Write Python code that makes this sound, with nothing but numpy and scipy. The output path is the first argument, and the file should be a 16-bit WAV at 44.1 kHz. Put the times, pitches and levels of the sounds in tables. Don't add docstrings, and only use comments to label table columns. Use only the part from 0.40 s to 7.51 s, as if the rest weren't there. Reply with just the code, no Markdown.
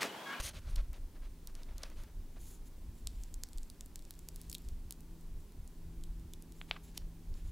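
import sys
import numpy as np
from scipy import signal
from scipy.fft import rfft, irfft
from scipy.io import wavfile

SR = 44100
rng = np.random.default_rng(int(sys.argv[2]) if len(sys.argv) > 2 else 0)


def store_pcm(level_fs):
    pcm = np.round(np.clip(level_fs, -1, 1) * 32767).astype(np.int16)
    wavfile.write(sys.argv[1], SR, np.atleast_2d(pcm).T)


def invert_db(x):
    u = np.asarray(x, float) / 20
    return 10 ** u


N = 313551

# (time [s], peak [dB], pitch [Hz], ring [Hz])
PICKS = [(0.3586, -34, 9000, 7050), (0.3614, -30.5, 5200, 4500), (0.5317, -39.5, 10300, 2100),
         (1.1524, -34.5, 6200, 5600), (1.2332, -37.5, 6000, 4900), (1.3817, -33.5, 7500, 4300),
         (1.4205, -46, 4500, 4100), (1.5011, -44, 8000, 2400), (1.6363, -41.5, 8600, 5340),
         (6.516, -51, 6000, 1600), (6.567, -52, 6495, 5310), (6.5726, -46, 6000, 4960),
         (6.5757, -30, 4430, 6310), (6.5776, -25, 7360, 2900), (6.941, -45.5, 3900, 5305)]
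# (time [s], peak [dB], pitch [Hz], ring [Hz])
PEELS = [(2.6721, -20, 6600, 7150), (2.8363, -33.5, 7100, 6200), (2.9419, -30.5, 7200, 7500),
         (3.0358, -21.5, 6900, 4850), (3.1324, -37.5, 6900, 9600), (3.1832, -33.5, 7000, 4700),
         (3.232, -38, 6660, 8700), (3.3008, -32.5, 7560, 4500), (3.409, -29, 6800, 3640),
         (3.5582, -27.5, 7700, 4900), (3.708, -28.5, 10200, 4060), (3.7917, -37, 8700, 11000),
         (3.9606, -31.5, 9800, 6910), (4.0154, -33.5, 9400, 11000), (4.1155, -31, 7600, 6800),
         (4.128, -30, 10000, 4700), (4.146, -31, 8800, 4100), (4.1533, -35, 8000, 3900),
         (4.1827, -38, 10100, 6900), (4.2876, -34.5, 7900, 8340), (4.5087, -24, 9800, 3082),
         (4.5241, -29, 8400, 6700), (5.6379, -35.5, 6730, 3200), (6.0237, -37, 8300, 6540),
         (6.1224, -40.5, 8000, 6740)]
# (time [s], peak [dB])
GLUE_THREADS = [(3.0699, -50), (3.088, -42), (3.1755, -40), (3.4605, -38.5), (3.5925, -41), (3.6236, -45),
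                (3.652, -41.5), (3.739, -44.5), (3.7527, -49), (3.9202, -53), (3.9464, -49), (4.0063, -55),
                (4.023, -48), (4.0346, -48), (4.0818, -53), (4.0956, -47), (4.104, -42), (4.1114, -45),
                (4.1289, -34), (4.1373, -39), (4.159, -52), (4.2205, -46), (4.249, -48), (4.6066, -42),
                (4.8116, -48), (5.1218, -49), (5.2767, -40.5), (5.6113, -53), (5.797, -49.5)]
# (time [s], peak [dB], pitch [Hz], ring [Hz], ring level [dB])
RINGING_BREAKS = [
    (1.4346, -26, 5200, 5000, -5),
    (4.15, -22.5, 7100, 3800, -11),
    (4.0984, -29, 11000, 6940, -10),
    (5.936, -32, 7800, 3500, -10),
    (3.8875, -27, 9200, 6800, -16),
    (1.073, -30, 10600, 5800, -12),
]
# (time [s], peak [dB], pitch [Hz], ring [Hz], ring level [dB])
BUCKLES = [
    (1.2898, -55, 2700, 2300, -3),
    (1.582, -58, 3000, 1300, -10),
    (6.2146, -30, 2300, 3200, -24),
    (6.3117, -16.5, 2700, 2330, -9),
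    (6.3634, -39, 1970, 1160, -2.5),
    (6.366, -40, 1990, 1600, -4),
    (6.3684, -43, 2200, 1500, -10),
]
# (start [s], length [s], level [dB], centre [Hz])
RIPS = [
    (0.357, 0.0054, -51, 6500),
    (1.4317, 0.0025, -43.5, 6060),
    (4.1284, 0.0013, -37, 7000),
    (6.573, 0.0028, -49, 5500),
    (6.5769, 0.0015, -35, 6000),
]
# (time [s], peak [dB], pitch [Hz])
JOLTS = [(1.4352, -37, 600), (1.437, -35.5, 1900), (1.968, -47.5, 650), (2.6724, -49.5, 1300),
         (3.036, -44, 1760), (3.4091, -59, 1800), (2.6722, -45, 2600), (3.5583, -49, 2200),
         (3.8876, -46, 2300), (4.5088, -47, 2300), (3.708, -48.5, 1620), (3.8873, -51, 1610),
         (4.509, -51, 1400), (6.2147, -54, 710), (6.5776, -44.5, 1000), (6.5774, -35, 2500),
         (6.3117, -30.5, 757)]
# (start [s], length [s], scrape [dB], brightness [dB per region])
RUBS = [(-.012, 0.027, -43.5, 0), (-.01, .024, -56, -10), (0.018, 0.084, -48.5, 3.5),
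        (0.081, 0.045, -63, -2.5), (0.132, 0.065, -59, -2), (0.207, 0.12, -69.5, -3.2),
        (0.27, 0.085, -66, -1), (0.354, 0.063, -61, -5.5), (0.405, 0.063, -74, -4), (0.526, 0.061, -67, -5),
        (0.746, 0.038, -72.5, -9), (0.817, 0.063, -70.5, -9), (1.073, 0.036, -72, -4.5),
        (1.138, 0.11, -71.5, -6.5), (1.257, 0.088, -72.5, -9), (1.348, 0.12, -71.5, -7.5),
        (1.42, 0.073, -64, -4), (1.482, 0.063, -72, -9.5), (1.552, 0.1, -69, -5),
        (1.635, 0.079, -82, -13.5), (1.956, 0.037, -72.5, -9), (6.28, 0.027, -66, 2.5),
        (6.315, 0.039, -69, -10), (6.354, .024, -65, -12), (6.462, 0.048, -72.5, 3.5),
        (6.542, 0.042, -66.5, 2), (6.607, 0.019, -77, -12), (6.932, 0.1, -73, 2), (7.044, 0.065, -70.5, 2)]
# (start [s], length [s], level [dB])
SLIDES = [
    (1.575, .06, -70),
    (1.989, 0.19, -63.5),
    (2.252, 0.036, -68.5),
    (2.357, .04, -79),
    (2.546, 0.072, -73.5),
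    (4.72, 0.14, -81),
    (4.965, 0.084, -78),
    (6.146, 0.1, -73),
    (6.43, 0.04, -67),
]
# (start [s], length [s], level [dB])
CREEPS = [
    (2.67, .27, -73.5),
    (3.03, 0.35, -78.5),
    (3.55, 0.43, -80.5),
    (3.92, 0.2, -73.5),
    (4.17, .2, -77),
]
RUB_EDGES_HZ = [450, 1800, 4800, 11300, 16000]
SLIDE_COLOUR_DB = [-16, -11, 0, -6]
CREEP_COLOUR_DB = [-19, -1, 0, -9]
# (time [s], lag [ms])
LID_LAG = [(0, 0.32), (1.0, 0.33), (2.0, 0.29), (3.0, 0.257), (7.11, 0.28)]
# (time [s], deep level [dB], upper level [dB])
BUMPS = [(0, -36, -41.5), (.17, -49, -48), (.31, -34, -44), (.385, -32, -45), (.49, -39.5, -50),
         (.62, -42.5, -51.5), (.85, -44, -67), (1.33, -40.5, -52.5), (1.6, -42, -54), (1.8, -41.5, -55),
         (2.03, -40.5, -52), (2.24, -42.5, -60), (2.49, -52, -49.5), (2.69, -43.5, -49),
         (2.79, -37.5, -54.5), (2.95, -40.5, -53), (3.19, -40, -67), (3.96, -50, -56.5), (4.08, -57, -49.5),
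         (4.3, -41, -48), (4.45, -46.5, -50), (4.97, -47, -48.5), (5.2, -42, -50), (5.47, -52, -47),
         (5.6, -43.5, -52), (5.72, -41, -52.5), (5.84, -58, -45.5), (6.65, -44, -49), (6.92, -37.5, -49),
         (7.08, -41, -45.5)]
# (frequency [Hz], level [dB per Hz])
DEEP_COLOUR = [(12, -36), (20, 5), (32, -5.5), (45, -5), (60, -28), (100, -76)]
# (frequency [Hz], level [dB per Hz])
UPPER_COLOUR = [(30, -50), (45, 1), (55, -1), (80, -5), (120, -14.5), (170, -22.5), (300, -92)]
# (time [s], level [dB])
MOTOR_LEVEL = [(0, -68), (.75, -87), (1.03, -65), (1.64, -83), (1.78, -70), (2.39, -71.5), (2.47, -61.5),
               (3.0, -85), (3.15, -72), (3.68, -77), (3.8, -65.5), (4.08, -62.5), (4.41, -68.5),
               (4.75, -57.5), (5.19, -72), (5.4, -60), (6.3, -61.5), (7.11, -63.5)]
# (multiple of its pitch, level [dB])
MOTOR_ORDERS = [(1.0, 0), (1.487, -10), (2.0, -13), (2.5, -20)]
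# (frequency [Hz], level [dB per Hz])
AIR_COLOUR = [(59, -33), (100, -9), (193, -4.5), (243, -3), (413, -10), (450, -14.5), (645, -19.5),
              (944, -19.5), (1240, -24.5), (2450, -27.5), (7060, -29), (14500, -31), (15800, -26.5)]
# (frequency [Hz], level [dB per Hz])
SIDE_COLOUR = [(12, -30), (20, -9), (30, -1.5), (205, -41), (1890, -39.5), (14200, -37), (16400, -50)]


def snaps():
    thread_hz, thread_ring_hz, scatter_octaves = 8400, 5600, .2
    pick_ring_db, glue_ring_db = -12, -18
    scatter = 2 ** (scatter_octaves * rng.standard_normal((len(GLUE_THREADS), 2)) * [1, 2])
    threads = np.c_[GLUE_THREADS, [thread_hz, thread_ring_hz] * scatter]

    rows = []
    for table, ring_db in [(PICKS, pick_ring_db), (PEELS, glue_ring_db), (threads, glue_ring_db)]:
        for s, db, hz, ring_hz in table:
            rows.append((s, db, hz, edge_level(hz), ring_hz, ring_db - 0.42 * (db + 38)))
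    rows += [(s, db, hz, edge_level(hz), *ring) for s, db, hz, *ring in RINGING_BREAKS]
    rows += [(s + rng.uniform(.05, .25) / 1000, db - 8, *rest) for s, db, *rest in rows]

    glue = breaks(rows, cycles=0.32, lean=0.31, ring_cycles=3.0, flutter_db=0.0, flutter_ms=2.4)
    no_lows = signal.butter(3, 2700, "high", fs=SR, output="sos")
    glue = 0.018 * glue + signal.sosfilt(no_lows, glue)

    buckle_edge_db = -40
    buckle_rows = [(s, db, hz, buckle_edge_db, *ring) for s, db, hz, *ring in BUCKLES]
    buckles = breaks(buckle_rows, cycles=0.32, lean=-.85, ring_cycles=2.3, flutter_db=-7, flutter_ms=4.4)
    return glue + buckles


def edge_level(hz):
    return -10 + 9 * np.log2(hz / 7500)


def breaks(rows, cycles, lean, ring_cycles, flutter_db, flutter_ms):
    out = np.zeros(N + 400)
    t = np.arange(-40, 360) / SR
    after = np.maximum(t, 0)
    noises = rng.standard_normal((len(rows), 400))
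    for (s, peak_db, hz, edge_db, ring_hz, ring_db), noise in zip(rows, noises):
        pulse = np.sin(2 * np.pi * hz * t + lean) * np.exp(-.5 * (t * hz / cycles) ** 2)
        pulse[39:41] += invert_db(edge_db) * np.array([-1, 1])
        ring = np.sin(2 * np.pi * ring_hz * after) * np.exp(-after * ring_hz / ring_cycles)
        fading_noise = noise * np.exp(-after * 1000 / flutter_ms) * (t > 0)
        flutter = band(fading_noise, .68 * ring_hz, 1.14 * ring_hz)
        at = round(s * SR) - 40
        out[at:at + 400] += invert_db(peak_db) * (pulse + invert_db(ring_db) * (ring + invert_db(flutter_db) * flutter))
    return out[:N]


def rips(width_octaves):
    out = np.zeros(N)
    for (s, length, db, hz), noise in zip(RIPS, rng.standard_normal((len(RIPS), 600))):
        swell = np.sin(np.pi * np.clip(np.arange(600) / SR / length, 0, 1)) ** .5
        burst = band(noise * swell, hz / 2 ** width_octaves, hz * 2 ** width_octaves)
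        at = round(s * SR)
        out[at:at + 600] += invert_db(db) * burst * 1.45
    return out


def jolts(cycles):
    out, t = np.zeros(N), np.arange(600) / SR
    for s, peak_db, hz in JOLTS:
        at = round((s - .25 / hz) * SR)
        out[at:at + 600] -= invert_db(peak_db) * np.sin(2 * np.pi * hz * t) * np.exp(-t * hz / cycles)
    return band(out, 460, 7500)


def rubs(grains_per_s, spread_db, patchy_db):
    sheet_hz, sheet_db = 577, 0.5
    lid_db, table_db = -6, -24
    t, power = np.arange(N) / SR, np.zeros((4, N))
    for start, length, *levels_db in strokes():
        span = slice(max(round(start * SR), 0), round((start + length) * SR))
        swell = np.clip(np.sin(np.pi * (t[span] - start) / length), 0, 1) ** 0.91
        power[:, span] += invert_db(2 * np.array(levels_db))[:, None] * swell

    caught = rng.random((4, N)) < grains_per_s / SR
    strength = invert_db(spread_db * np.minimum(rng.exponential(1, (4, N)), 4))
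    grains = caught * strength * rng.choice([-1, 1], (4, N))
    regions = [rms_one(band(g, low, high)) for g, low, high in zip(grains, RUB_EDGES_HZ, RUB_EDGES_HZ[1:])]
    drum = band(regions[0], 0.864 * sheet_hz, 1.17 * sheet_hz)
    regions[0] = regions[0] + invert_db(sheet_db) * drum
    regions[2] = mirrors(regions[2], lid_db, table_db)
    regions[3] = mirrors(regions[3], lid_db, table_db)
    return sum(invert_db(patchy_db * drift(90)) * np.sqrt(p) * r for p, r in zip(power, regions))


def strokes():
    hump_db, top_db = 3.5, -21
    rows = []
    for s, length, db, tilt in RUBS:
        rows.append((s, length, db - tilt - hump_db, db, db + tilt - hump_db, db + tilt + top_db))
    rows += [(s, length, *np.add(db, SLIDE_COLOUR_DB)) for s, length, db in SLIDES]
    return rows + [(s, length, *np.add(db, CREEP_COLOUR_DB)) for s, length, db in CREEPS]


def mirrors(x, lid_db, table_db):
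    table_lag_ms = .9
    now, lag = np.arange(N), in_time(LID_LAG)[0] * SR / 1000
    off_lid = np.interp(now - lag, now, x)
    bounced_again = np.interp(now - 2 * lag, now, x)
    off_table = np.interp(now - table_lag_ms * SR / 1000, now, x)
    return x + invert_db(lid_db) * off_lid + invert_db(2 * lid_db) * bounced_again + invert_db(table_db) * off_table


def room(x):
    fade_s, level_db, wall_cut_hz = 0.2, -22, 8300
    t = np.arange(SR // 2) / SR
    tail = rng.standard_normal((2, len(t))) * invert_db(-60 * t / fade_s) * (t > .004)
    tail = band(1.3 * tail[0] + 0.15 * tail, 400, wall_cut_hz)
    tail /= np.sqrt(np.sum(tail ** 2) / 2)
    return invert_db(level_db) * signal.fftconvolve(x[None], tail, axes=1)[:, :N]


def rumble():
    deep_bed_db, upper_bed_db, bump_width_s = -50, -59, 0.039
    s, *levels_db = np.transpose(BUMPS)
    t = np.arange(0, N, 100) / SR
    power = invert_db(2 * np.array(levels_db)) @ np.exp(-((t - s[:, None]) / bump_width_s) ** 2)
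    power += invert_db(2 * np.array([[deep_bed_db], [upper_bed_db]]))
    deep, upper = (np.interp(np.arange(N) / SR, t, np.sqrt(p)) for p in power)
    return deep * coloured(DEEP_COLOUR) + upper * coloured(UPPER_COLOUR)


def motor(waver_db):
    motor_hz = 164.3
    level_db, = in_time(MOTOR_LEVEL)
    phase = 2 * np.pi * motor_hz * np.arange(N) / SR
    hum = np.zeros(N)
    for k, db in MOTOR_ORDERS:
        loudness = invert_db(level_db + db + waver_db * k * drift(3.4))
        hum += loudness * np.sqrt(2) * np.sin(k * phase + k * k)
    return hum


def air():
    return invert_db(-62) * coloured(AIR_COLOUR)


def side_hiss():
    return invert_db(-70) * coloured(SIDE_COLOUR) * [[1], [-1]]


def coloured(spectrum):
    hz, level_db = np.transpose(spectrum)
    grid = np.log(np.arange(1, N // 2 + 2) * SR / N)
    shape = invert_db(np.interp(grid, np.log(hz), level_db))
    return rms_one(irfft(rfft(rng.standard_normal(N)) * shape, N))


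def drift(rate):
    knots = rng.standard_normal(1000)
    return np.interp(np.arange(N) / SR * rate, np.arange(1000), knots)


def band(x, low_hz, high_hz):
    sos = signal.butter(2, [low_hz, min(high_hz, .45 * SR)], "band", fs=SR, output="sos")
    return signal.sosfilt(sos, x)


def rms_one(x):
    return x / np.sqrt(np.mean(x ** 2) + 1e-20)


def in_time(rows):
    s, *columns = np.transpose(rows)
    return [np.interp(np.arange(N) / SR, s, c) for c in columns]


def scene():
    lid_db, table_db = -17, -19
    sharp = mirrors(snaps() + rips(width_octaves=1.0), lid_db, table_db)
    hands = sharp + jolts(cycles=0.91) + rubs(5000, spread_db=2.5, patchy_db=2.2)
    centre = hands + rumble() + motor(waver_db=1.3) + air()
    return centre * invert_db([[.05], [-.05]]) + room(hands) + side_hiss()


def top_cut(x):
    return signal.sosfilt(signal.butter(12, 16520, fs=SR, output="sos"), x)


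def record(dry):
    cutoff_hz = 16600
    low_pass = signal.cheby2(12, 60, cutoff_hz, fs=SR, output="sos")
    mix = signal.sosfilt(low_pass, dry)
    return top_cut(mix)


dry = scene()
out = record(dry)
store_pcm(out)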